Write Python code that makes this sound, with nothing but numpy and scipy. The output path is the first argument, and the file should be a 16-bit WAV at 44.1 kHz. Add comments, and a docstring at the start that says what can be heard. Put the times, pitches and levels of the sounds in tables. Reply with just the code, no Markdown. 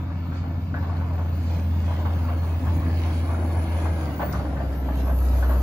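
"""A diesel road grader booms, scrapes and clanks nearer along a snowy street; late on, its revs and turbo wind down.
Exhaust: tones and gas puffs at the firing rate. Fan, gears, hydraulics, turbo: noise bands, most geared to the engine.
Blade: coloured noise, fracture grains and ringing chunks. Clanks: steel modes and cracking snow; chips: noise bursts.
House fronts add a diffuse ring to the hits; two closely spaced microphone ports shape the stereo image."""
import sys
import numpy as np
from scipy import signal
from scipy.fft import rfft, irfft, next_fast_len
from scipy.io import wavfile
from scipy.ndimage import uniform_filter1d, map_coordinates

SR = 44100
rng = np.random.default_rng(int(sys.argv[2]) if len(sys.argv) > 2 else 0)


def put_to_file(sound):
    """Save the sound as 16-bit audio at rate SR, in the file named by the first command-line argument."""
    columns = np.atleast_2d(sound).T  # one column per channel
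    safe = np.clip(columns, -1, 1)
    whole_steps = np.round(safe * 32767)
    wavfile.write(sys.argv[1], SR, whole_steps.astype(np.int16))


N = 247842

CRUISE_HZ = 82.9  # firing rate while plowing steadily


def amp(db):
    """Decibels to gain."""
    return 10 ** (np.asarray(db) / 20)


def unit(x):
    """Scaled to rms 1."""
    return x / np.sqrt(np.mean(x ** 2) + 1e-20)


def along(points, hz):
    """(frequency [Hz], value) points read on a log frequency axis."""
    f, v = np.transpose(points)
    return np.interp(np.log(hz + 1), np.log(f + 1), v)


def curves(rows):
    """One value per sample for each column after the time."""
    s, *cols = np.transpose(rows)
    return [np.interp(np.arange(N) / SR, s, c) for c in cols]


def wobble(rate_hz):
    """A smooth random curve with rate_hz knots a second."""
    knots = rng.standard_normal(int(N * rate_hz / SR) + 4)
    return map_coordinates(knots, [np.arange(N) * rate_hz / SR])


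def swells(rows):
    """Smooth bumps in dB, one for each (start [s], length [s], change [dB]) row."""
    t = np.arange(N) / SR
    return sum(db * np.exp(-(2 * (t - s) / length - 1) ** 2) for s, length, db in rows)


def nearness_db():
    """Level gained as the grader rolls straight towards the listener, by inverse distance."""
    start_m, speed_m_per_s = 13.2, 1.62
    distance_m = np.maximum(start_m - speed_m_per_s * np.arange(N) / SR, 1)
    return 20 * np.log10(start_m / distance_m)


def filtered(x, response):
    """x times a response of frequency."""
    n = x.shape[-1]
    m = next_fast_len(n + SR // 10)
    return irfft(rfft(x, m) * response(np.fft.rfftfreq(m, 1 / SR)), m)[..., :n]


def coloured(x, spectrum):
    """x weighted by (frequency [Hz], gain [dB]) points, at rms 1."""
    return unit(filtered(x, lambda hz: amp(along(spectrum, hz))))


def spread(pair):
    """Two unrelated signals become left and right, their likeness set by frequency."""
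    # likeness of the two ports: (frequency [Hz], correlation [-1..1])
    alike = [(60, 0.93), (130, 0.98), (290, 0.96), (640, 0.81), (1400, 0.35), (3000, 0.43), (6500, 0.15),
             (8000, 1), (15000, 1)]

    def mid_side_gains(hz):
        angle = np.arccos(np.clip(along(alike, hz), -1, 1)) / 2
        return np.array([np.cos(angle), np.sin(angle)])

    mid, side = filtered(pair, mid_side_gains)
    return unit(np.array([mid + side, mid - side]))


def narrow(centre_hz, width_hz):
    """A stereo band of turbulent noise riding on a given pitch."""
    hiss = filtered(rng.standard_normal((2, 2, N)), lambda hz: 1 / (1 + (hz / width_hz) ** 2.25))
    phase = 2 * np.pi * np.cumsum(centre_hz) / SR
    return spread(hiss[0] * np.cos(phase) + hiss[1] * np.sin(phase))


def grains(rate_hz, scatter_db, size=N):
    """Two trains of tiny fractures of random size, at rms 1."""
    hit = rng.random((2, size)) < rate_hz / SR
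    scatter = amp(scatter_db * np.clip(rng.standard_normal((2, size)), -2, 2))
    return unit(hit * rng.standard_normal((2, size)) * scatter)


def patchy(x, depth_db):
    """Random gain patches in time and pitch: each clump of snow has its own colour."""
    z = signal.stft(x, nperseg=1024)[2]
    field = uniform_filter1d(rng.standard_normal(z.shape[1:]), size=4, axis=0)
    field = uniform_filter1d(field, size=9, axis=1)
    return signal.istft(z * amp(depth_db * unit(field)), nperseg=1024)[1][:, :N]


def add(track, s, sound):
    """Mix a short sound in at time s."""
    start = max(round(s * SR), 0)
    part = track[..., start:start + sound.shape[-1]]
    part += sound[..., :part.shape[-1]]


def exhaust(firing_hz, firings):
    """A deep boom at the firing rate, and uneven puffs of gas ringing the muffler."""
    # boom sags as the throttle closes, swells at the lower revs: (time [s], level [dB])
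    boom_curve = [(0, -28.3), (.45, -29), (1.1, -25), (1.8, -22.5), (2.4, -23.5), (3.9, -23), (4.18, -32.5),
                  (4.45, -27), (4.78, -26.5), (5.27, -18.5), (5.62, -19)]
    # brief dips of the boom: (start [s], length [s], change [dB])
    falters = [(.7, 0.052, -5), (2.565, .06, -3.5), (3.65, 0.039, -6.5)]
    # rumble swells as the engine labours: (start [s], length [s], rise [dB])
    lugs = [(.68, 0.37, 2), (2.62, 0.27, 5), (4.2, 0.43, 5)]
    # tones at 1.5, 2 and 2.5 times the firing rate: level against the rumble [dB]
    order_levels_db = [-17.5, -22.5, -17]
    # third harmonic droning in the muffler: (time [s], level [dB])
    drone_curve = [(0, -44.5), (1.5, -45.5), (1.9, -39.5), (2.4, -47.5), (2.85, -37), (3.3, -46),
                   (5.62, -54)]
    # relative firing strength of the six cylinders
    cylinders = [0.82, 1.1, 1.3, 2.07, 0.53, 0.23]
    # muffler colour: (frequency [Hz], relative level [dB])
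    pipe = [(20, -41), (40, -12), (62, 1.5), (100, 7), (120, -7.5), (145, -1.5), (200, -5), (222, -8.5),
            (255, -1.5), (305, -4.5), (370, -25), (700, -42), (2000, -90.5)]
    rumble_base_db, rumble_waver_db = -33.5, 0.17
    hollow_cruise_db, hollow_db_per_hz = -5.5, 0.15  # against the rumble

    boom_db, = curves(boom_curve)
    boom_db = boom_db + swells(falters)
    rumble_db = rumble_base_db + rumble_waver_db * wobble(11) + swells(lugs)
    phase = 2 * np.pi * firings
    # unequal manifold halves give weak in-between orders, each wavering by itself
    overtones = sum(amp(db + 4.0 * wobble(6)) * np.sin(k * phase + .5 * wobble(6.6))
                    for k, db in zip(np.arange(3, 6) / 2, order_levels_db))
    drone = amp(curves(drone_curve)[0]) * narrow(3 * firing_hz, width_hz=4.7)
    boom = np.sqrt(2) * (np.sin(phase) * amp(boom_db) + amp(rumble_db) * overtones) + drone

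    count = firings.astype(int)
    strength = np.take(cylinders, count % len(cylinders)) * amp(3.3 * rng.standard_normal(N))
    puffs = np.diff(count, prepend=0) * strength
    gas = rng.standard_normal((2, N)) * (1 + 0.67 * np.cos(phase))
    rumble = amp(-1.5) * spread(coloured(gas, pipe)) + amp(-6.0) * coloured(puffs, pipe)
    # the muffler's hollow ring fades as the revs fall
    hollow_db = hollow_cruise_db + hollow_db_per_hz * (firing_hz - CRUISE_HZ)
    hollow = amp(hollow_db) * narrow(np.full(N, 146), width_hz=27.4)
    return (boom + amp(rumble_db) * (rumble + hollow)) * amp([[.1], [-.1]])


def chunks():
    """Frozen chunks knock on the mouldboard, each with a short ring of its own pitch."""
    rate_hz, scatter_db = 70, 2
    middle_hz, spread_octaves, decay_cycles = 907, .6, 17.5
    track, t = np.zeros((2, N)), np.arange(SR // 12) / SR
    draws = np.clip(rng.standard_normal((int(rate_hz * N / SR), 3)), -2, 2)
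    for k, (size, pitch, place) in enumerate(draws):
        cycles = middle_hz * 2 ** (spread_octaves * pitch) * t
        stereo_phase = place * np.array([[.5], [-.5]])
        ring = np.sin(2 * np.pi * cycles + stereo_phase) * np.exp(-cycles / decay_cycles)
        add(track, (k + 2 * rng.random()) / rate_hz, amp(scatter_db * size) * ring)
    return unit(track)


def blade(firing_hz, firings):
    """The edge grinds packed snow in small jerks, shaken by the engine; snow crumbles and slides off."""
    # bite into the snow: (time [s], relative grind level [dB], relative scrape level [dB])
    bite = [(0, -50, -45), (.68, -48, -49), (.95, -44, -44), (1.55, -45.5, -47), (2.2, -41.5, -42),
            (2.55, -42, -44), (3.8, -38.5, -42), (4.3, -38.5, -42.5), (4.8, -40.5, -48.5),
            (5.62, -39, -43.5)]
    # low grinding colour: (frequency [Hz], relative level [dB])
    grind_colour = [(150, -7.5), (300, 1), (430, -4.5), (570, -0.5), (720, -3), (950, -10.5), (2000, -33.5),
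                    (5000, -78.5)]
    # scrape colour: (frequency [Hz], relative level [dB])
    scrape_colour = [(300, -26), (700, -4), (950, 0.5), (1200, -5), (1500, -5), (1900, -13), (3000, -20),
                     (6000, -41.5), (12000, -85.5)]
    # heaps spilling off the blade: (start [s], length [s], hiss rise [dB])
    spills = [(.34, 0.08, 7), (.82, 0.2, 3.5), (1.35, 0.33, 7.5), (1.72, 0.44, 6.5), (2.4, 0.49, 3),
              (2.942, 0.31, 6.5), (3.5, 0.74, 4), (4.3, 0.11, 6), (4.94, 0.1, 7), (5.27, 0.23, 5)]
    # sliding snow colour: (frequency [Hz], relative level [dB])
    snow_colour = [(900, -21), (2000, 0.5), (2600, 2), (3300, 2), (4600, 1), (5600, -7.5), (6500, -10),
                   (8000, -12.5), (12000, -54)]
    # finest spray: (time [s], level [dB])
    spray = [(0, -78), (1.3, -69), (1.45, -64), (2.4, -62.5), (3.9, -58.5), (4.5, -62.5), (4.85, -64),
             (5.35, -54), (5.62, -54.5)]
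    # spray colour: (frequency [Hz], relative level [dB])
    fizz_colour = [(3000, -34), (6500, -1.5), (8500, -9), (9800, 1), (11000, -1.5), (13300, -4),
                   (15500, -8.5)]
    # coarse lumps crumbling ahead of the blade: (time [s], level [dB])
    lump_curve = [(0, -71), (1.4, -73), (1.95, -54.5), (2.55, -57), (3.03, -46), (3.4, -64), (3.75, -53),
                  (4.15, -57.5), (4.8, -56.5), (5, -50), (5.15, -66.5), (5.45, -54.5)]
    # lump colour: (frequency [Hz], relative level [dB])
    lump_colour = [(1200, -32), (1650, 6.5), (1880, 0), (2200, -3), (2600, -4), (3100, -3), (3600, -14.5),
                   (6000, -27)]
    hiss_start_db, hiss_db_per_hz = -60, 0.27  # at the starting distance; less at low revs

    grind_db, scrape_db = curves(bite)
    shake = 1 + 0.042 * np.cos(2 * np.pi * firings)
    jerks = amp(0.84 * wobble(14) + 0.42 * wobble(70)) * shake
    grind = spread(coloured(rng.standard_normal((2, N)) * jerks, grind_colour))
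    scratches = patchy(grains(rate_hz=2000, scatter_db=0.0) * jerks, depth_db=2.5)
    scrape = amp(-0.9) * spread(coloured(scratches, scrape_colour)) + amp(-8.5) * chunks()
    body = (amp(grind_db + 2.0) * grind + amp(scrape_db) * scrape) * amp([[1.1], [-1.1]])

    hiss_db = hiss_start_db + nearness_db() + hiss_db_per_hz * (firing_hz - CRUISE_HZ) + swells(spills)
    crumbs = rng.standard_normal((2, N)) + 0.43 * grains(rate_hz=400, scatter_db=5.5)
    crumbs = patchy(crumbs, depth_db=3.5)
    hiss = amp(hiss_db) * spread(coloured(crumbs, snow_colour)) * amp([[-1.1], [1.1]])
    fizz = amp(curves(spray)[0] + 1.9 * wobble(30)) * spread(coloured(crumbs, fizz_colour))
    crumbling = patchy(grains(rate_hz=1300, scatter_db=2.5), depth_db=4.0)
    lumps = amp(curves(lump_curve)[0]) * spread(coloured(crumbling, lump_colour))
    return body + hiss + fizz + lumps


def drive(firing_hz):
    """Hydraulics, gears and fan whirr as noise bands geared to the engine; a low tone wavers on its own pitch."""
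    # hydraulics under load: (time [s], level [dB])
    pump_curve = [(0, -63.5), (2.5, -66), (3, -52.5), (3.35, -56), (3.9, -53), (4.7, -60)]
    # gear whines: (multiple of the firing rate, relative level [dB])
    gear_orders = [(20.4, 1.5), (26.05, -4), (30.3, -7)]
    # cooling fan, heard once the machine's flank shows: (time [s], level [dB])
    fan_curve = [(0, -65), (2.2, -58.5), (2.8, -44.5), (3.7, -41), (4.35, -41.5), (4.8, -45), (5.62, -43)]
    # low wavering tone near 200 Hz, drifting upward: (time [s], pitch [Hz], level [dB])
    low_tone_curve = [(0, 197.7, -43.5), (1.1, 194.3, -49.5), (1.5, 194.1, -39), (2.05, 209, -41),
                      (2.6, 209.7, -60), (3.65, 228, -42), (4.3, 245, -59)]
    gears_start_db, gears_db_per_hz = -62.5, 0.13  # at the starting distance; fades as the revs fall

    pump_db, = curves(pump_curve)
    fan_db, = curves(fan_curve)
    low_tone_hz, low_tone_db = curves(low_tone_curve)
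    pump = amp(pump_db) * narrow(26.6 * firing_hz, width_hz=180)
    mesh = sum(amp(db + 2.2 * wobble(2.01)) * narrow(order * firing_hz, width_hz=23)
               for order, db in gear_orders)
    gears_db = gears_start_db + nearness_db() + gears_db_per_hz * (firing_hz - CRUISE_HZ)
    fan = amp(fan_db) * narrow(3.9 * firing_hz, width_hz=29.0)
    low_tone = amp(low_tone_db) * narrow(low_tone_hz, width_hz=9.8)
    return pump + amp(gears_db) * mesh + fan + low_tone


def turbo(firing_hz):
    """A thin blade whine and a breathy whistle on one shaft, over the hiss of the air intake."""
    # spools up under load, then runs down: (time [s], whine pitch [Hz], whistle level [dB])
    shaft = [(0, 9250, -82), (.8, 9360, -68), (1.5, 9590, -59), (2.2, 9850, -58), (3, 10140, -60.5),
             (3.6, 10360, -63), (3.97, 10340, -65), (4.13, 10050, -58.5), (4.275, 9830, -42.5),
             (4.42, 9030, -55), (4.52, 8670, -71), (4.72, 8170, -58), (4.95, 7660, -54), (5.3, 7640, -49.5),
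             (5.62, 7780, -53)]
    whine_full_db, whine_full_hz, whine_db_per_hz = -63, 10240, 0.0196  # fades below full spool
    whine_rise_s, whistle_ratio = 1, 1.549  # whistle pitch over whine pitch
    intake_start_db, intake_db_per_hz = -65.5, 0.3  # at the starting distance; fades as the revs fall

    whine_hz, whistle_db = curves(shaft)
    whine_db = whine_full_db + whine_db_per_hz * (whine_hz - whine_full_hz)
    emerging = np.minimum(np.arange(N) / SR / whine_rise_s, 1)
    whine = emerging * amp(whine_db + 1.8 * wobble(21.98)) * narrow(whine_hz, width_hz=115)
    whistle = amp(whistle_db + 2.3 * wobble(25)) * narrow(whistle_ratio * whine_hz, width_hz=245)
    intake_db = intake_start_db + nearness_db() + intake_db_per_hz * (firing_hz - CRUISE_HZ)
    intake = amp(intake_db + 2.8 * wobble(14)) * narrow(np.full(N, 14760), width_hz=260)
    return whine + whistle + intake


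def clanks():
    """Slack joints slam and packed snow cracks as the blade meets ridges; snow damps the steel."""
    # blade and frame hits: (time [s], relative level [dB], favoured pitch [Hz], rattle length [s])
    blows = [(.102, -33.5, 1120, 0.017), (.319, -33, 1420, 0.06), (.437, -30.5, 900, .016),
             (.741, -21, 1500, 0.007), (.767, -29, 1550, 0.011), (.825, -29, 910, .035),
             (.895, -28, 1130, .025), (1.009, -30, 1000, 0.03), (1.135, -32, 680, .03),
             (1.19, -29, 1100, .03), (1.588, -32, 560, .004), (1.879, -26.5, 940, 0.043),
             (2.051, -22.5, 1080, 0.02), (2.282, -26, 1290, .012), (2.304, -27, 680, 0.007),
             (2.665, -24, 930, .006), (3.292, -27.5, 1100, 0.029), (3.344, -29, 1300, 0.015),
             (3.439, -36, 635, 0.0045), (3.564, -25.5, 814, .018), (3.853, -22, 970, .008),
             (4.1, -34, 600, .005), (4.195, -18, 910, 0.017), (4.216, -17, 590, .006),
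             (4.332, -24, 1300, 0.034), (4.394, -25, 809.7, 0.017), (4.447, -24.5, 560, 0.0088),
             (4.566, -30, 1670, 0.041), (4.6, -23, 696, 0.026), (4.854, -33.5, 600, .005),
             (4.885, -26, 800, 0.02), (5.067, -24, 850, .012), (5.093, -22, 670, 0.0065),
             (5.329, -27, 560, 0.0116), (5.383, -27, 700, .01), (5.425, -22, 1450, .01),
             (5.493, -21, 580, .008), (5.506, -24.5, 1220, 0.01197)]
    # nominal steel modes: (frequency [Hz], relative level [dB], t60 [s])
    steel = [(590.6, 7.5, 0.14), (694, 0.5, 0.22), (858, 4.5, 0.12), (956, -1, 0.087), (1060, -8, 0.15),
             (1143, 5, 0.15), (1336, -3, 0.13), (1497, 8.5, 0.11), (1667, 4, 0.17), (1800, -5, 0.2)]
    # crunch colour: (frequency [Hz], relative level [dB])
    crunch_colour = [(100, -49), (300, -10.5), (580, 7), (1000, 2.5), (1500, -4.5), (1800, -5.5),
                     (2150, -11.5), (3200, -16), (6000, -34), (14000, -59)]
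    attack_s, crunch_t60_s = 0.00068, 0.17
    focus_db, focus_octaves = 8, 0.31  # the place of contact favours modes around one pitch

    track, t = np.zeros((2, N)), np.arange(SR // 3) / SR
    for s, db, ring_hz, length_s in blows:
        ring = 0
        for mode_hz, level_db, t60_s in steel:
            decay = amp(level_db + rng.normal(0, 2.2) - 60 * t / t60_s)
            cycles = mode_hz * rng.normal(1, 0.02) * t + rng.random()
            ring = ring + decay * np.sin(2 * np.pi * (cycles + rng.normal(0, 0.042, (2, 1))))
        # the crust keeps cracking for a moment after the first contact
        rattle = amp(-60 * np.maximum(t - length_s, 0) / crunch_t60_s)
        cracks = grains(rate_hz=900, scatter_db=1.0, size=len(t)) + 0.91 * rng.standard_normal((2, len(t)))
        crunch = spread(coloured(cracks, crunch_colour)) * rattle
        blow = (amp(-11) * ring + crunch) * (1 - np.exp(-t / attack_s))

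        def focus(hz):
            octaves = np.log2((hz + 1) / ring_hz)
            return amp(focus_db * np.exp(-.5 * (octaves / focus_octaves) ** 2))

        blow = filtered(blow, focus)
        add(track, s, amp(db - 11.5) * blow / np.std(blow[:, t < length_s + .01]))
    return track * amp([[.9], [-.9]])


def street(x):
    """Diffuse ring from house fronts: decaying noise whose t60 depends on frequency."""
    # ring of the street: (frequency [Hz], t60 [s])
    ring_t60 = [(200, 0.42), (1500, 0.72), (10000, 0.59)]
    hz, t, z = signal.stft(rng.standard_normal((2, SR // 2)), SR, nperseg=256)
    decay = amp(-60 * t / along(ring_t60, hz)[:, None])
    tail = signal.istft(z * decay, SR, nperseg=256)[1]
    return signal.fftconvolve(x, tail / np.linalg.norm(tail[0]), axes=1)[:, :N]


def chips():
    """Ice chips snap off the blade: short bright bursts of decaying noise."""
    # snaps: (time [s], relative level [dB])
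    snaps = [(2.592, -44), (3.729, -45), (4.3264, -29), (4.73, -40.5), (5.286, -36.5)]
    track, t = np.zeros((2, N)), np.arange(SR // 10) / SR
    for s, db in snaps:
        snap = coloured(rng.standard_normal((2, len(t))), [(2000, -22), (4800, 16.5), (15000, -7)])
        add(track, s, amp(db - 11.5) * snap * amp(-60 * t / 0.052))
    return track


def scene():
    """The whole machine as it reaches the two ports, the case bending the sound on its way."""
    # engine speed: (time [s], firing rate [Hz])
    engine = [(0, 85.7), (.72, 85.94), (1.41, 83.42), (2.9, 83.1), (3.6, 82.57), (3.95, 80.42),
              (4.38, 69.95), (4.93, 64.38), (5.26, 63.25), (5.62, 63.5)]
    # phase between the ports: (frequency [Hz], left lead [rad])
    ports = [(0, 0), (1200, -0.1), (1700, -2), (2200, 0), (3500, 3.5), (4400, 1), (5400, 3), (6500, -1.13),
             (15600, -11.5)]
    firing_hz, = curves(engine)
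    firings = np.cumsum(firing_hz) / SR
    machine = exhaust(firing_hz, firings) + blade(firing_hz, firings) + drive(firing_hz) + turbo(firing_hz)
    hits = clanks() + chips()
    grader = machine + hits + amp(-9.0) * street(hits)

    def port_phase(hz):
        lead_rad = np.interp(hz, *np.transpose(ports))
        return np.exp(.5j * lead_rad * np.array([[1], [-1]]))

    return filtered(grader, port_phase)


def record(dry):
    """Upper band limit: nothing sounds above top_hz."""
    top_hz = 15750
    return filtered(dry, lambda hz: hz < top_hz)


dry = scene()
out = record(dry)
put_to_file(out)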